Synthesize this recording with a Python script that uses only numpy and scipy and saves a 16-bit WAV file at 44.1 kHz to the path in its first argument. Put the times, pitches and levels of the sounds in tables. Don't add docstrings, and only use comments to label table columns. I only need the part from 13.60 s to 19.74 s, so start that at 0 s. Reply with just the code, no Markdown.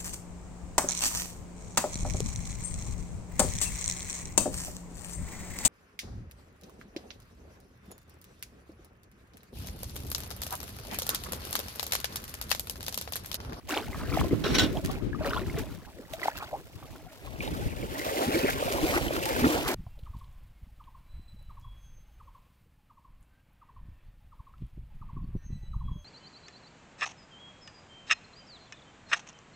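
import sys
import numpy as np
from scipy import signal
from scipy.fft import rfft, irfft, next_fast_len
from scipy.io import wavfile
from scipy.ndimage import uniform_filter1d, map_coordinates

SR = 44100
rng = np.random.default_rng(int(sys.argv[2]) if len(sys.argv) > 2 else 0)


def generate_wav(signal):
    frames = np.transpose(np.atleast_2d(signal))
    scaled = np.clip(frames, -1, 1) * 32767
    pcm = np.round(scaled).astype(np.int16)
    wavfile.write(sys.argv[1], SR, pcm)


N = 270970


def amp(db):
    return 10 ** (np.asarray(db) / 20)


def unit(x):
    return x / np.sqrt(np.mean(x ** 2) + 1e-20)


def clock():
    return np.arange(N) / SR


def curves(rows):
    s, *columns = np.transpose(rows)
    return [np.interp(clock(), s, column) for column in columns]


def wobble(rate):
    knots = rng.standard_normal(int(N * rate / SR) + 4)
    return map_coordinates(knots, [clock() * rate])


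def filtered(x, response):
    size = next_fast_len(N + SR // 2)
    spectrum = rfft(x, size) * response(np.fft.rfftfreq(size, 1 / SR))
    return irfft(spectrum, size)[..., :N]


def coloured(x, points):
    f, db = np.transpose(points)

    def response(hz):
        top_skirt = 1 / (1 + (hz / (2 * f[-1])) ** 2)
        low_skirt = hz ** 2 / (hz ** 2 + (f[0] / 2) ** 2)
        return top_skirt * low_skirt * amp(np.interp(np.log(hz + 1), np.log(f), db))

    return unit(filtered(x, response))


def noise(alike):
    share = np.clip(alike, 0, 1)
    common = np.sqrt(share) * rng.standard_normal(N)
    return common + np.sqrt(1 - share) * rng.standard_normal((2, N))


def patchy(x, depth_db):
    z = signal.stft(x, nperseg=512)[2]
    field = rng.standard_normal(z.shape[1:])
    field = uniform_filter1d(uniform_filter1d(field, size=7, axis=0), size=6, axis=1)
    return signal.istft(z * amp(depth_db * unit(field)), nperseg=512)[1][:, :N]


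RISE_DB = 52.5


def stroke(s, rise, hold, fall_db_per_s):
    t = clock() - s
    swell_db = RISE_DB * np.minimum(t, 0) / rise
    return amp(swell_db - fall_db_per_s * np.maximum(t - hold, 0))


# [dB, before the lean to the left port]
WIND_BUFFETS = [(0, -52.5), (.3, -38.5), (.63, -33), (1.4, -34), (2.05, -37.5), (2.35, -50.5),
                (3.65, -47.5), (3.85, -35.5), (4.25, -36), (4.65, -55), (4.97, -36), (5.6, -35.5),
                (6.14, -41.5)]
# [s, fall to 1/e]
WIND_THUMPS = [(0.612, -22, 0.019), (1.023, -32.5, 0.018), (4.068, -26, 0.015)]
# frequency_hz [Hz], density_db [relative dB per Hz]
RUMBLE_COLOUR = [(16, -36), (43, -2.5), (120, -6), (220, -12.5), (450, -22), (1200, -54)]
# frequency_hz [Hz], density_db [relative dB per Hz]
ROAR_COLOUR = [(150, -5), (280, -1.5), (400, -6), (600, -30.5), (1200, -28)]
ROAR_DB, ROAR_GROWS = 1, 3.57


def wind():
    buffet_db, = curves(WIND_BUFFETS)
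    lumps = amp(1.15 * wobble(13) + 8.2 * np.tanh([wobble(40), wobble(40)]))
    lean = amp(1.2 * np.array([[1], [-1]]))
    peak_db = buffet_db.max()
    roar_db = peak_db + ROAR_DB + ROAR_GROWS * (buffet_db - peak_db)
    roar = amp(roar_db) * unit(lumps * coloured(noise(0), ROAR_COLOUR))
    hits = sum(amp(db) * np.exp(-((clock() - s) / half) ** 2) for s, db, half in WIND_THUMPS)
    thumps = hits * coloured(noise(0.16), RUMBLE_COLOUR)
    buffet = amp(buffet_db) * unit(lumps * coloured(noise(0.075), RUMBLE_COLOUR))
    return (buffet + thumps) * lean + roar


# peak_s [s], level_db [dB]
FLUNG_DROPS = [(0.0952, -33), (.6025, -38), (1.2493, -37), (1.3134, -40.5), (1.991, -36.5), (2.534, -39),
               (2.773, -40), (3.834, -38.5), (3.942, -39), (4.385, -33.5), (4.904, -29), (5.1234, -30),
               (5.657, -31.5), (6.0816, -29.5)]
# frequency_hz [Hz], density_db [relative dB per Hz]
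SPRAY_COLOUR = [(2500, 2.5), (6000, -2.5), (9800, -6), (11700, -2.5), (15500, -5.5)]


def drops():
    strength = np.zeros(N)
    for s, db in FLUNG_DROPS:
        before, after = (s - clock()) / 0.0044, (clock() - s) / 0.014
        strength += amp(db) * np.exp(-np.maximum(before, after))
    spatter = noise(0) * amp(6.5 * wobble(1200))
    return strength * coloured(spatter, SPRAY_COLOUR)


# start_s [s, full pressure], level_db [relative dB], hold_s [s]
SAND_CATCHES = [(0.84, -34, 0.098), (0.944, -21, 0.013), (.983, -17, 0.014), (1.021, -24, 0.017)]
CATCH_RISE_S, CATCH_FALL_DB_PER_S = .003, 480
# pitch_hz [Hz], level_db [relative dB]
WIRE_MODES = [(1514, -4), (2859, -4), (2974, -4), (3237, -3), (3504, -4), (3658, -4), (3772, -4), (3931, 0),
              (4389, -6), (5535, -5)]
WIRE_T60 = .08
# frequency_hz [Hz], density_db [relative dB per Hz]
SAND_COLOUR = [(900, -11), (2000, -3), (3600, 2), (6000, 0), (6800, -8.5), (10000, -14.5)]
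# frequency_hz [Hz], density_db [relative dB per Hz]
GRIND_COLOUR = [(350, 10.5), (900, -1.5), (2200, -2.5), (3500, -19)]


def scrape():
    catches = [amp(db) * stroke(s, CATCH_RISE_S, hold, CATCH_FALL_DB_PER_S) for s, db, hold in SAND_CATCHES]
    grit = np.max(catches, axis=0) * amp(2.6 * wobble(300))
    t = np.arange(SR // 3) / SR
    modes = sum(amp(db) * np.sin(2 * np.pi * hz * t + rng.normal(0, 0.52, (2, 1))) for hz, db in WIRE_MODES)
    wires = amp(-60 * t / WIRE_T60) * modes
    ringing = signal.fftconvolve(grit * noise(0.9), wires / np.linalg.norm(wires[0]), axes=1)[:, :N]
    bending = np.arange(N) + 4 * wobble(40)
    ringing = np.array([map_coordinates(port, [bending]) for port in ringing])
    grinding = np.sqrt(grit) * coloured(noise(0.21), GRIND_COLOUR)
    grating = grit * coloured(patchy(noise(0.23), depth_db=4), SAND_COLOUR)
    return amp(-18.0) * grinding + amp(-8.5) * grating + amp(-7.5) * ringing


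BUBBLE_RISE = 0.026


def ring(t, hz, life, rise):
    t = np.maximum(t, 0)
    tone = np.sin(2 * np.pi * hz * t * (1 + rise * t / life / 2))
    return tone * np.exp(-t / life) * (1 - np.exp(-2 * hz * t))


def single_bubbles(rows, cycles):
    out = np.zeros((2, N))
    t = np.arange(SR // 10) / SR
    for s, hz, db in rows:
        snap = amp(-20) * np.exp(-t / 0.00079) * rng.standard_normal((2, len(t)))
        soft_snap = signal.lfilter([.5], [1, -.5], snap)
        tone = ring(t, hz, cycles / hz, BUBBLE_RISE)
        out[:, round(s * SR):][:, :len(t)] += amp(db) * (tone / np.abs(tone).max() + soft_snap)
    return out


# [dB, peak of the tone]
PLOP_CAVITIES = [(.167, 800, -21.5), (.175, 2950, -15), (.346, 1130, -29), (.573, 686, -17),
                 (.5925, 2100, -26), (.613, 1020, -19), (.644, 585, -24.5), (.657, 340, -27.5),
                 (.711, 310, -19.5), (.862, 398, -20), (1.734, 1310, -18.5), (1.7663, 1020, -23),
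                 (2.657, 720, -19), (2.6825, 810, -12.5), (3.359, 1350, -40), (5.025, 554, -18),
                 (5.379, 745, -17.5), (5.507, 570, -19.5)]


def plops():
    return single_bubbles(PLOP_CAVITIES, cycles=1.8)


# [dB, peak of the tone]
PLINK_BUBBLES = [(.331, 2020, -34), (.5265, 2280, -30.5), (.5375, 1260, -29), (1.171, 3170, -31.5),
                 (1.531, 1640, -32), (1.547, 1180, -32), (1.608, 610, -27.5), (1.668, 543, -26),
                 (1.772, 3320, -30), (1.814, 369, -30), (1.898, 2100, -33), (2.535, 630, -30),
                 (3.465, 714, -42.5), (3.806, 2310, -23.5), (3.877, 3630, -30.5), (4.397, 2000, -28),
                 (5.483, 3030, -26)]


def plinks():
    return single_bubbles(PLINK_BUBBLES, cycles=7.5)


# [s, fall to 1/e]
GULP_POCKETS = [(0.732, 304, -13.5, .0042), (1.164, 725, -33.5, 0.021), (1.298, 1054, -37.5, 0.0058),
                (2.28, 944, -49, .014), (2.943, 747, -31.5, 0.0179), (3.229, 880, -41.5, 0.0053),
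                (4.238, 364, -28.5, .012), (4.686, 254, -26, 0.018), (4.762, 329.6, -23, 0.0302),
                (4.849, 383, -20, .015), (5.242, 315.6, -23, 0.021), (5.852, 270.6, -14, 0.023)]
GLIDE_OCTAVES = .28


def gulps():
    out = np.zeros((2, N))
    t = np.arange(-SR // 20, SR // 20) / SR
    flutter_db, waver = 3 * wobble(350), 1.0 * wobble(420)
    for s, hz, db, half in GULP_POCKETS:
        at = round((s + t[0]) * SR) + np.arange(len(t))
        gliding_hz = hz * 2 ** (GLIDE_OCTAVES * t / half)
        phase = 2 * np.pi * np.cumsum(gliding_hz) / SR + waver[at]
        out[:, at] += amp(db + flutter_db[at]) * np.exp(-(t / half) ** 2) * np.sin(phase)
    return out


# [s, twice the standard deviation of bubble times]
WASH_WAVELETS = [(0.403, 1500, -45, 0.072), (0.856, 1380, -31, 0.014), (1.976, 1880, -42, 0.026),
                 (2.395, 386, -43, 0.031), (2.963, 575, -47.5, 0.049), (3.849, 2600, -43, .04),
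                 (4.775, 2070, -46, 0.074), (4.893, 1900, -30, 0.028), (5.353, 1150, -31.5, 0.026),
                 (6.072, 1200, -32, 0.028)]
WASH_OCTAVES = 0.385
CRACKLE_CYCLES = 2.8


def washes(count):
    out = np.zeros(N)
    steps = np.arange(SR // 25)
    for s, hz, db, half in WASH_WAVELETS:
        when, pitch, size = rng.standard_normal((count, 3)).T[..., None]
        own_hz = hz * 2 ** (WASH_OCTAVES * pitch)
        at = np.abs((s + half * when / 2) * SR).astype(int) + steps
        grains = size * ring(steps / SR, own_hz, CRACKLE_CYCLES / own_hz, BUBBLE_RISE)
        swarm = np.bincount(at.ravel(), grains.ravel(), N)[:N]
        out += amp(db) * swarm * np.sqrt(half * SR) / np.linalg.norm(swarm)
    return out


def bubbles(count, low_hz, high_hz, cycles, size_db, scatter):
    when, pitch, luck, damping, bearing, side = rng.random((count, 6)).T[..., None]
    hz = low_hz * (high_hz / low_hz) ** pitch
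    life = cycles * (.5 + damping) / hz
    size = amp(-size_db * np.log(luck + 0.0084)) * hz / low_hz
    steps = np.arange(int(2 * np.pi * cycles / low_hz * SR))
    at = ((when * N).astype(int) + steps).ravel()
    lag = scatter * (2 * bearing - 1)
    ports = []
    for sign in (-1, 1):
        t = steps / SR - np.maximum(sign * lag, 0)
        tones = size * (1 + sign * (side - .5)) * ring(t, hz, life, BUBBLE_RISE)
        ports.append(np.bincount(at, tones.ravel(), N)[:N])
    cloud = np.array(ports)
    power = np.abs(uniform_filter1d(np.mean(cloud ** 2, axis=0), size=2400))
    return cloud / np.sqrt(power + power.mean() / 20)


# frequency_hz [Hz], density_db [relative dB per Hz]
SLOSH_COLOUR = [(120, -47), (270, 2), (420, -0.5), (650, -6.5), (1100, -59)]


def water(levels, splash_colour, count, foam_db, size_db, spray_grain_db, alike, scatter):
    slosh_db, splash_db, spray_db = levels
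    foam = lambda: amp(foam_db) * noise(alike)
    large = bubbles(count=1000, low_hz=163.4, high_hz=817.4, cycles=4.44, size_db=2.0, scatter=2 * scatter)
    small = bubbles(count=count, low_hz=482.3, high_hz=4980, cycles=CRACKLE_CYCLES,
                    size_db=size_db, scatter=scatter)
    drips = bubbles(count=130, low_hz=600, high_hz=2900, cycles=9, size_db=1, scatter=scatter)
    large, small = large + foam(), small + foam()
    lapping = 1.49 * wobble(30)
    splash = patchy(small * amp(lapping) + amp(-6) * drips, depth_db=2.5)
    mist = noise(0.24) * amp(spray_grain_db * wobble(600) + 1.83 * wobble(120) + lapping)
    return (amp(slosh_db + lapping) * coloured(large, SLOSH_COLOUR)
            + amp(splash_db) * coloured(splash, splash_colour)
            + amp(spray_db) * coloured(mist, SPRAY_COLOUR))


# start_s [s, full strength], rise_s [s], hold_s [s], splash_db [dB, small bubbles],
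# slosh_db [dB, large bubbles], spray_db [dB]; levels are before lapping
NET_JABS = [(0.108, 0.091, 0.069, -33.5, -37, -41.5), (0.563, 0.46, 0.045, -37.5, -39, -44.5),
            (0.843, 0.008, 0.34, -54.5, -37.5, -48.5), (1.249, 0.064, 0.11, -45.5, -44, -53.5),
            (1.659, 0.29, 0.11, -36.5, -37.5, -47.5), (1.978, 0.2, 0.0082, -44.5, -37, -50),
            (2.645, 0.26, 0.024, -35.5, -45.5, -43), (2.755, 0.069, 0.074, -42, -52.5, -54)]
SPLASH_FALL_DB_PER_S, SLOSH_FALL_DB_PER_S, SPRAY_FALL_DB_PER_S = 186, 152, 195
# [dB, before lapping]
ROCKING = [(0, -71.5), (.3, -47), (.7, -45), (1.15, -52.5), (1.5, -69.5), (1.95, -46), (2.2, -58)]
RIPPLE_DB, RIPPLE_SPRAY_DB, RIPPLE_GROWS = -56.5, -56.5, 0.62


def jabbing():
    swell_db, = curves(ROCKING)
    ripple_db = RIPPLE_GROWS * (swell_db - swell_db.mean())
    power = amp([swell_db, RIPPLE_DB + ripple_db, RIPPLE_SPRAY_DB + ripple_db]) ** 2
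    for s, rise, hold, splash_db, slosh_db, spray_db in NET_JABS:
        power += np.square([amp(slosh_db) * stroke(s, rise, hold, SLOSH_FALL_DB_PER_S),
                            amp(splash_db) * stroke(s, rise, hold, SPLASH_FALL_DB_PER_S),
                            amp(spray_db) * stroke(s, rise, hold, SPRAY_FALL_DB_PER_S)])
    return 10 * np.log10(power)


# [dB, reference for the three layers]
FLOW_STRENGTH = [(3.76, -51.5), (3.83, -45), (4.1, -47), (4.29, -45.5), (4.39, -39.5), (4.76, -32.5),
                 (5.0, -37.5), (5.2, -35.5), (5.37, -31.5), (5.45, -38.5), (5.85, -31.5), (6.14, -35.5)]


def churning():
    flow_db, = curves(FLOW_STRENGTH)
    return flow_db - 0.5, flow_db + 2.5, flow_db - 3


# frequency_hz [Hz], density_db [relative dB per Hz]
SPLASH_COLOUR = [(350, -16), (650, 1.5), (1300, -3.5), (2400, -9.5), (4500, -14.5), (7000, -16),
                 (11000, -64)]
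# frequency_hz [Hz], density_db [relative dB per Hz]
CHURN_COLOUR = [(400, 3.5), (620, 1), (1200, -7.5), (2250, -9), (4200, -19), (8000, -27)]
TURN_TIMES = [3.6, 3.673]


def stirring():
    loose = water(jabbing(), SPLASH_COLOUR, count=4000, foam_db=-7, size_db=0.5,
                  spray_grain_db=2.5, alike=0.74, scatter=0.00006)
    dense = water(churning(), CHURN_COLOUR, count=7000, foam_db=0, size_db=0.5,
                  spray_grain_db=2.0, alike=0.87, scatter=0.00005)
    turn = np.interp(clock(), TURN_TIMES, [0, np.pi / 2])
    return np.cos(turn) * loose + np.sin(turn) * dense


# [s, left port ahead of right]
WATER_BEARING = [(0, -.00006), (.6, .00008), (1.15, .00004), (1.25, -.00019), (2.1, .00003), (2.4, -.00014),
                 (3.15, -.00014), (3.85, .00034), (4.85, .00045), (5.38, .00021), (5.72, .0004),
                 (6.14, .00012)]


def placed(pair):
    shift = curves(WATER_BEARING)[0] * SR / 2
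    return np.array([map_coordinates(port, [np.arange(N) + sign * shift], order=5)
                     for port, sign in zip(pair, (1, -1))])


def scene():
    bursts = plops() + plinks() + gulps() + washes(count=70)
    return wind() + drops() + scrape() + placed(stirring() + bursts)


TOP_HZ = 15900


def record(dry):
    return filtered(dry, lambda hz: hz < TOP_HZ)


dry = scene()
out = record(dry)
generate_wav(out)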